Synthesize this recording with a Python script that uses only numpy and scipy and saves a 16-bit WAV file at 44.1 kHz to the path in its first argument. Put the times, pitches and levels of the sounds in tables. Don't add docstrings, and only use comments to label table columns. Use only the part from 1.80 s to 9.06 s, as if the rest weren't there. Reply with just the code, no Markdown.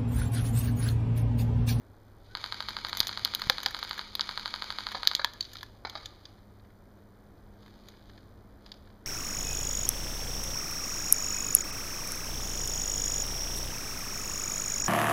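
import sys
import numpy as np
from scipy import signal
from scipy.fft import rfft, irfft
from scipy.io import wavfile

SR = 44100
rng = np.random.default_rng(int(sys.argv[2]) if len(sys.argv) > 2 else 0)


def to_wav(sig):
    pcm = np.clip(np.atleast_2d(sig), -1, 1) * 32767
    pcm = np.round(pcm).astype(np.int16)
    wavfile.write(sys.argv[1], SR, pcm.T)


def volts(x):
    e = np.asarray(x, float) / 20
    return 10 ** e


N = 320166


def columns(rows, t):
    s, *rest = np.transpose(rows)
    return [np.interp(t, s, c) for c in rest]


def band(x, low_hz, high_hz, order=2):
    return signal.sosfilt(signal.butter(order, [low_hz, high_hz], "band", fs=SR, output="sos"), x)


def unit(x):
    return x / np.sqrt(np.mean(x ** 2) + 1e-20)


def ring(clicks, hz, t60):
    radius, angle = volts(-60 / (t60 * SR)), 2 * np.pi * hz / SR
    feedback = [1, -2 * radius * np.cos(angle), radius * radius]
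    return signal.lfilter([0, np.sin(angle)], feedback, clicks + 1e-18)


def ring_all(clicks, modes):
    return sum(volts(db) * ring(clicks, hz, t60) for hz, db, t60 in modes)


def clicks_at(rows, size):
    out = np.zeros(size + 2)
    for s, db in rows:
        i, part = divmod(s * SR, 1)
        out[int(i):int(i) + 2] += volts(db) * np.array([1 - part, part])
    return out[:size]


def grains(per_s, spread_db):
    sizes = volts(spread_db * np.minimum(rng.exponential(1, N), 5)) * rng.choice([-1, 1], N)
    return unit(sizes * (rng.random(N) < per_s / SR))


def spells(rows, t, rise_db_per_s, fall_db_per_s):
    coarse_t = t[::64]
    gain = 0
    for start, end, db in rows:
        early = np.maximum(start - coarse_t, 0)
        late = np.maximum(coarse_t - end, 0)
        gain = gain + volts(db - rise_db_per_s * early - fall_db_per_s * late)
    return np.interp(t, coarse_t, gain)


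# first_pop_s, cycles, cycle_s, extra_first_wait_s, battery_sag_s_per_cycle
BURSTS = [
    (.5516, 21, .08094, .00874, .000063),
    (2.3951, 13, .0818, .01473, .00003),
]


def shots():
    wait_left = .17
    rows = []
    for (s, cycles, cycle_s, wait_s, sag_s), db in zip(BURSTS, (0, 1)):
        k = np.arange(cycles)
        sag = sag_s * k * (k - 1) / 2
        spin_up = wait_s * (1 - wait_left ** k) / (1 - wait_left)
        times = s + k * cycle_s + sag + spin_up
        rows += zip(times, db + rng.standard_normal(cycles))
    return [(s, db) for s, db in rows if min(abs(s - dry_s) for dry_s, _ in EMPTY_SLAMS) > .02]


# pitch_hz, level_db, t60_s
POP_MODES = [(1427, -7, 0.0056), (4440, -5, 0.0025), (2105, -14, 0.005), (3130, -17.5, 0.0024)]
# pitch_hz, level_db, t60_s
BODY_MODES = [(1002, -21, 0.041), (1283, -21.5, 0.023), (1645, -22.5, .015)]


def pops(fired, lag_s=-0.000011, db=-17, click_db=6.0, settle_s=0.00279):
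    clicks = clicks_at([(s - lag_s, level + db) for s, level in fired], N)
    settle = np.roll(clicks, round(settle_s * SR))
    barrel = volts(click_db) * clicks + ring_all(clicks, POP_MODES)
    return ring_all(settle, BODY_MODES) - barrel


# start_s, peak_db
EMPTY_SLAMS = [
    (3.147, -19),
    (3.394, -19.5),
    (4.049, -19.5),
    (4.153, -20.5),
]
# pitch_hz, level_db, t60_s
SLAM_MODES = [(600, -11, .006), (900, -8, .006), (1250, -1, .006), (1650, -5, .005), (2150, -12, .005),
              (3400, -16, .003), (4050, -7.5, .006), (4500, -15, .004)]


def slams(db=-22, lag_s=0.00091, t60_s=0.037, bright_db=-4.0):
    blows = np.zeros(N)
    t = np.arange(1500) / SR
    for s, level in EMPTY_SLAMS:
        i = round((s + lag_s) * SR)
        rattle = rng.standard_normal(1500) ** 3 / 4
        impact = 4.7 * (t == 0)
        blows[i:i + 1500] = volts(level + db - 60 * t / t60_s) * (rattle + impact)
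    return volts(bright_db) * blows + ring_all(blows, SLAM_MODES)


# start_s, end_s, level_db
TRIGGER = [
    (.47, .56, -63),
    (.62, 2.2, -46.5),
    (1.1, 2.05, -63),
    (2.42, 3.22, -45.5),
    (4.15, 4.24, -53),
]
# after_pop_s, pitch_hz, level_db
WHINE = [(.03, 2440, -87.5), (.045, 2404, -56.5), (.065, 2200, -55), (.078, 2035, -70)]
# time_s, pitch_hz, level_db
SPIN_UP = [(.49, 1400, -70), (.505, 1490, -59), (.535, 1500, -59), (.55, 1490, -68)]


def gearbox(t, fired):
    running = spells(TRIGGER, t, rise_db_per_s=212, fall_db_per_s=75)
    rattle = running * volts(-6.5) * unit(band(grains(7900, 5.8), 600, 7500))
    pop_s = np.array([s for s, db in fired])
    since = t - pop_s[np.clip(np.searchsorted(pop_s, t) - 1, 0, None)]
    puff = 1 + 4.0 * np.exp(-np.abs(since) / 0.018) * (since > 0)
    hiss = running * volts(-19.5) * puff * unit(band(grains(6036, 3.49), 2900, 12500))
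    whine = 0
    for rows, clock in ((WHINE, since), (SPIN_UP, t)):
        hz, db = columns(rows, clock)
        wobble_hz = 45 * unit(band(rng.standard_normal(N), 20, 300))
        tone = np.sin(2 * np.pi * np.cumsum(hz + wobble_hz) / SR)
        whine = whine + volts(db) * tone * (clock > rows[0][0]) * (clock < rows[-1][0])
    return rattle + hiss + whine


# start_s, peak_db (3-5 kHz), knock_db, edge_db, snap_db (against the peak)
STRIKES = [(0.889, -23, -13.5, -23.5, -19.5), (1.1702, -20, -7, -7.5, -8.5), (1.193, -23.5, -27.5, -20, -6),
           (1.2027, 1, -25, -46.5, -17.5), (1.2698, -14, -17, -7, -14), (1.2794, -21, -27, -20.5, -11.5),
           (1.4482, -3, -54, -20, -17), (1.5484, -7, -33.5, -14, -11), (1.617, -22.5, -9.5, -36.5, -15.5),
           (1.6975, 0.5, -8.5, -45, -20), (1.8602, -4.5, -12.5, -45, -24.5), (2.036, -28.5, -16, -9, -8),
           (2.3518, -13.5, -17.5, -22, -15.5), (2.4085, -6.5, -40.5, -70, -50),
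           (3.2726, 2.5, -20.5, -62.5, -19), (3.3501, -2.5, -26.5, -13.5, -20.5),
           (3.4451, -4.5, -8.5, -18, -20), (3.6072, -16.5, -48, -10, -22), (3.8296, -26, -3, -29, -18),
           (4.0961, -25, -29, -24, -18), (4.2574, -22, -22, -11, -21), (4.453, -30, -17, -36, -50)]
# start_s, peak_db (3-5 kHz), knock_db, treble_db (against the peak)
CHIPS = [(1.0844, -28.5, -5, -12.5), (1.0939, -24.5, -10, -16), (1.1814, -23, -14, -18),
         (1.2286, -21.5, -16, -30), (1.2474, -38, 3, -8.5), (1.3269, -25, -6.5, -36),
         (1.5938, -29.5, -2, -10.5), (1.6694, -47.5, 16, -1.5), (1.7254, -27, -18.5, -29),
         (1.7454, -38, 0.5, -29.5), (1.8307, -26, -4.5, -7), (1.9071, -36, 2, -6.5), (1.9889, -23, -7, -17),
         (2.0926, -27, -15, -14), (2.1404, -36, -5, -10), (2.1774, -31, -0.5, -13), (3.1168, -31, 1, -11.5),
         (3.2854, -25.5, -19, -43), (3.3634, -24.5, -19, -26), (3.4574, -30, -3, -27),
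         (3.5344, -35, -9, -7.5), (3.6256, -26.5, -31, -26), (3.65, -30, -28, -36), (3.7324, -35, -11, -6),
         (3.7539, -30, -6.5, -29), (3.7674, -27.5, -19, -24), (3.7844, -34, -15, -29),
         (3.8087, -37, -5, -31)]
# start_s, peak_db (3-5 kHz), knock_db, treble_db (against the peak)
TWIGS = [(4.5815, -57, 3, -29), (4.632, -66, -5, -24), (4.7954, -55, -4, -22), (4.847, -61, 4, -22),
         (4.9014, -60, 2, -14), (5.8606, -47, 1, -14), (5.878, -51, 2, -12), (5.8954, -58, -10, -12),
         (5.9678, -58, -2, -16), (6.0846, -36, -12, -14), (6.137, -56.5, 6, -20), (6.2108, -59, 2, -21),
         (6.2951, -44.5, -2, -25), (6.3769, -48, -1, -39), (6.8618, -37.5, -10.5, -26),
         (6.9172, -28, -16, -27), (6.9398, -40, -17, -31), (7.0484, -59, 0.5, -26), (7.0733, -54, 3, -22),
         (7.1008, -51.5, 2, -30), (7.2544, -58, 8.5, -20)]


def contacts():
    rows = [(*row, .015) for row in STRIKES]
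    for table, t60_s in ((CHIPS, .015), (TWIGS, .013)):
        for s, db, knock, treble in table:
            rows.append((s, db, knock, treble + 3, treble, t60_s))
    return rows


# pitch_hz, level_db, t60_s
BARK = [(800, -19.5, 0.01), (1080, -1, 0.017), (1420, 7.5, .008), (1720, 5, 0.021), (1850, 10, 0.0047)]
# start_s, level_db, pitch_hz, t60_s
BOOMS = [(1.2034, -11.5, 180, 0.0026), (1.421, -37, 110.4, .04), (1.6697, -27, 131, 0.017),
         (1.6966, -38, 110, 0.025), (1.6985, -29, 517, 0.06), (1.6985, -24.5, 800, 0.038),
         (1.8612, -27, 800, 0.045), (1.8613, -41.5, 524, 0.069), (3.351, -25.5, 250, 0.0043),
         (3.4465, -25, 942, 0.022), (3.6085, -26.5, 4550, 0.022)]


def hits(knock_db=-1.5, crack_db=-5.0, edge_db=8.0, snap_db=15, debris_db=-15, lag_s=.0008):
    out = np.zeros(N + 4000)
    t = np.arange(3000) / SR
    s, db, knock, edge, snap, t60 = np.transpose(contacts())[..., None]
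    chance = rng.standard_normal((len(s), 3000))
    debris = volts(debris_db - .45 * (db + 20)) * chance ** 3 / 4
    crumble_s = np.clip(t60 * volts(-.15 * (db + 7.5)), .002, .1)
    blow = debris * volts(-60 * t / crumble_s)
    blow[:, 0] += np.sign(chance[:, 0])
    wood = 0
    for (hz, level, d), luck in zip(BARK, chance[:, -5:].T):
        wood = wood + volts(level + 1.3 * luck[:, None]) * ring(blow, hz, d)
    layers = [(band(wood, 600, 5000), knock + knock_db),
              (band(blow, 3200, 6300), crack_db),
              (band(blow, 5500, 8200), edge + edge_db),
              (band(blow, 9300, 17000), snap + snap_db)]
    sounds = 0
    for layer, gain_db in layers:
        peak = np.abs(layer).max(axis=1, keepdims=True)
        sounds = sounds + volts(db + gain_db) * layer / peak
    for i, sound in zip(np.round((s[:, 0] + lag_s) * SR).astype(int), sounds):
        out[i:i + 3000] += sound
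    booms = sum(ring(clicks_at([(start, level)], N), hz, d) for start, level, hz, d in BOOMS)
    return out[:N] + booms


def forest(x, t60_s, far_db, trunks):
    t = np.arange(SR) / SR
    uneven = volts(3.0 * rng.standard_normal(SR))
    far = rng.standard_normal(SR) * uneven * volts(-60 * t / t60_s) * np.clip(t / .01, 0, 1)
    smear = [0.93, 0.29, -1.0, 0.87, -0.97, 0.37, -0.14, 0.29, 0.43, -0.74]
    near = signal.lfilter(smear, [1], clicks_at(trunks, SR))
    return signal.oaconvolve(x, near + volts(far_db) * band(far, 470, 9000, order=1))[:N]


# start_s, end_s, level_db
RUSTLE = [
    (.0, 7.26, -81),
    (3.61, 3.83, -59.5),
    (4.46, 4.5, -70.5),
    (5.82, 6.11, -71.5),
    (6.12, 6.43, -75.5),
    (6.87, 6.97, -70.5),
    (7.05, 6.6, -76),
]


def brush(t):
    stir = spells(RUSTLE, t, rise_db_per_s=198, fall_db_per_s=136)
    return stir * unit(band(grains(3000, 4.4), 750, 8000, order=1))


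# pitch_hz, level_db (per Hz)
AIR = [(8.8, -22.5), (15, -.5), (60, -2), (100, -5), (134, -11.5), (298, -10.5), (1560, -24.5), (2720, -40)]
# start_s, end_s, level_db
GUSTS = [
    (1.0, 1.8, -65),
    (4.0, 4.25, -68.5),
    (5.7, 7.2, -68.5),
]


def wind(t):
    hz = np.maximum(np.fft.rfftfreq(N, 1 / SR), 1)
    level_db = columns([(np.log(f), db) for f, db in AIR], np.log(hz))[0]
    shape = volts(level_db) / (1 + (hz / 3300) ** 10)
    air = irfft(rfft(rng.standard_normal(N)) * shape, N)
    gain = np.hypot(volts(-63.5), spells(GUSTS, t, 25, 25))
    return air * gain / np.std(band(air, 250, 700))


# start_s, end_s, level_db
HUM_LOW = [(.05, 1.266, -60.5), (1.35, 1.7, -65.5), (2.399, 3.1, -68), (3.502, 5.9, -62.5),
           (6.3, 6.754, -63), (7.0, 7.18, -63.5)]
# start_s, end_s, level_db
HUM_HIGH = [(0.795, 1.194, -65.5), (1.35, 1.75, -64), (2.14, 3.146, -64), (4.55, 5.95, -65),
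            (6.099, 7.194, -65)]


def camera_motor(t):
    turn = 2 * np.pi * 102.2 * t
    hum = 0
    for harmonic, rows in ((1, HUM_LOW), (2, HUM_HIGH)):
        waver = volts(1.5 * unit(band(rng.standard_normal(N), 1, 8, order=1)))
        hum = hum + waver * spells(rows, t, 89.5, 89.5) * np.sin(harmonic * turn)
    return np.sqrt(2) * hum


# delay_s, level_db
TRUNKS = [(.0200, -6.5), (0.0213, -11), (0.0325, -27), (.0420, -19), (0.0479, -18.5), (.0568, -25.5),
          (0.0607, -30.5), (0.0781, -18)]


def scene():
    t = np.arange(N) / SR
    fired = shots()
    gun = band(pops(fired), 950, 8500) + band(slams(), 650, 12000)
    near = hits()
    gun_echo = forest(gun, 0.8, -43, TRUNKS)
    near_echo = forest(near, 0.36, -48, [(.0031, -24), (.0043, -19)])
    background = wind(t) + brush(t) + camera_motor(t)
    return (gun + near + gun_echo + near_echo + gearbox(t, fired) + background)[None]


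# low_hz, high_hz, level_db
LOBES = [(5450, 7200, -4.5), (8874, 10300, -9.5), (11200, 12300, -6), (12300, 15600, -11.5)]
# pitch_hz, width_hz
NOTCHES = [(2720, 520), (5500, 250), (7800, 1300), (10950, 500)]


def microphone(dry):
    body = signal.sosfiltfilt(signal.cheby1(5, .5, 5060, fs=SR, output="sos"), dry)
    top = sum(volts(db) * band(dry, low_hz, high_hz, order=3) for low_hz, high_hz, db in LOBES)
    peak = volts(4.0) * signal.lfilter(*signal.iirpeak(4050, 2.5, fs=SR), body)
    hiss = signal.sosfilt(signal.cheby2(18, 40, 15450, fs=SR, output="sos"), rng.standard_normal(N))
    hiss = band(hiss, 3000, 6800) + band(hiss, 9400, 19000)
    x = body + peak + top + volts(-74.5) * hiss
    for hz, width in NOTCHES:
        x = signal.lfilter(*signal.iirnotch(hz, hz / width, fs=SR), x)
    return x


# pitch_hz, level_db, t60_s
TICK_RINGS = [(5350, -76, .006), (6100, -75, .006), (7200, -70, .005), (8200, -69.5, .0035),
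              (9700, -76, .003)]
# pitch_hz, level_db
WHISTLES = [(5420, -99), (6083, -96), (11536, -100)]


def electronics():
    last_s = (N - 1) / SR
    frames = clicks_at([(s, 0) for s in np.arange(.0007, last_s, 1 / 59.94)], N)
    x = ring_all(frames, TICK_RINGS)
    for hz, db in WHISTLES:
        x = x + volts(db) * unit(band(rng.standard_normal(N), hz - 25, hz + 25))
    return x


def low_pass(x):
    return signal.sosfilt(signal.butter(12, 16640, fs=SR, output="sos"), x)


def record(dry):
    x = microphone(dry) + electronics()
    x = volts(-15) * x + signal.sosfiltfilt(signal.cheby2(16, 30, 15520, fs=SR, output="sos"), x)
    x = signal.sosfilt(signal.cheby2(10, 50, 17300, fs=SR, output="sos"), x)
    return low_pass(x)


dry = scene()
out = record(dry)
to_wav(out)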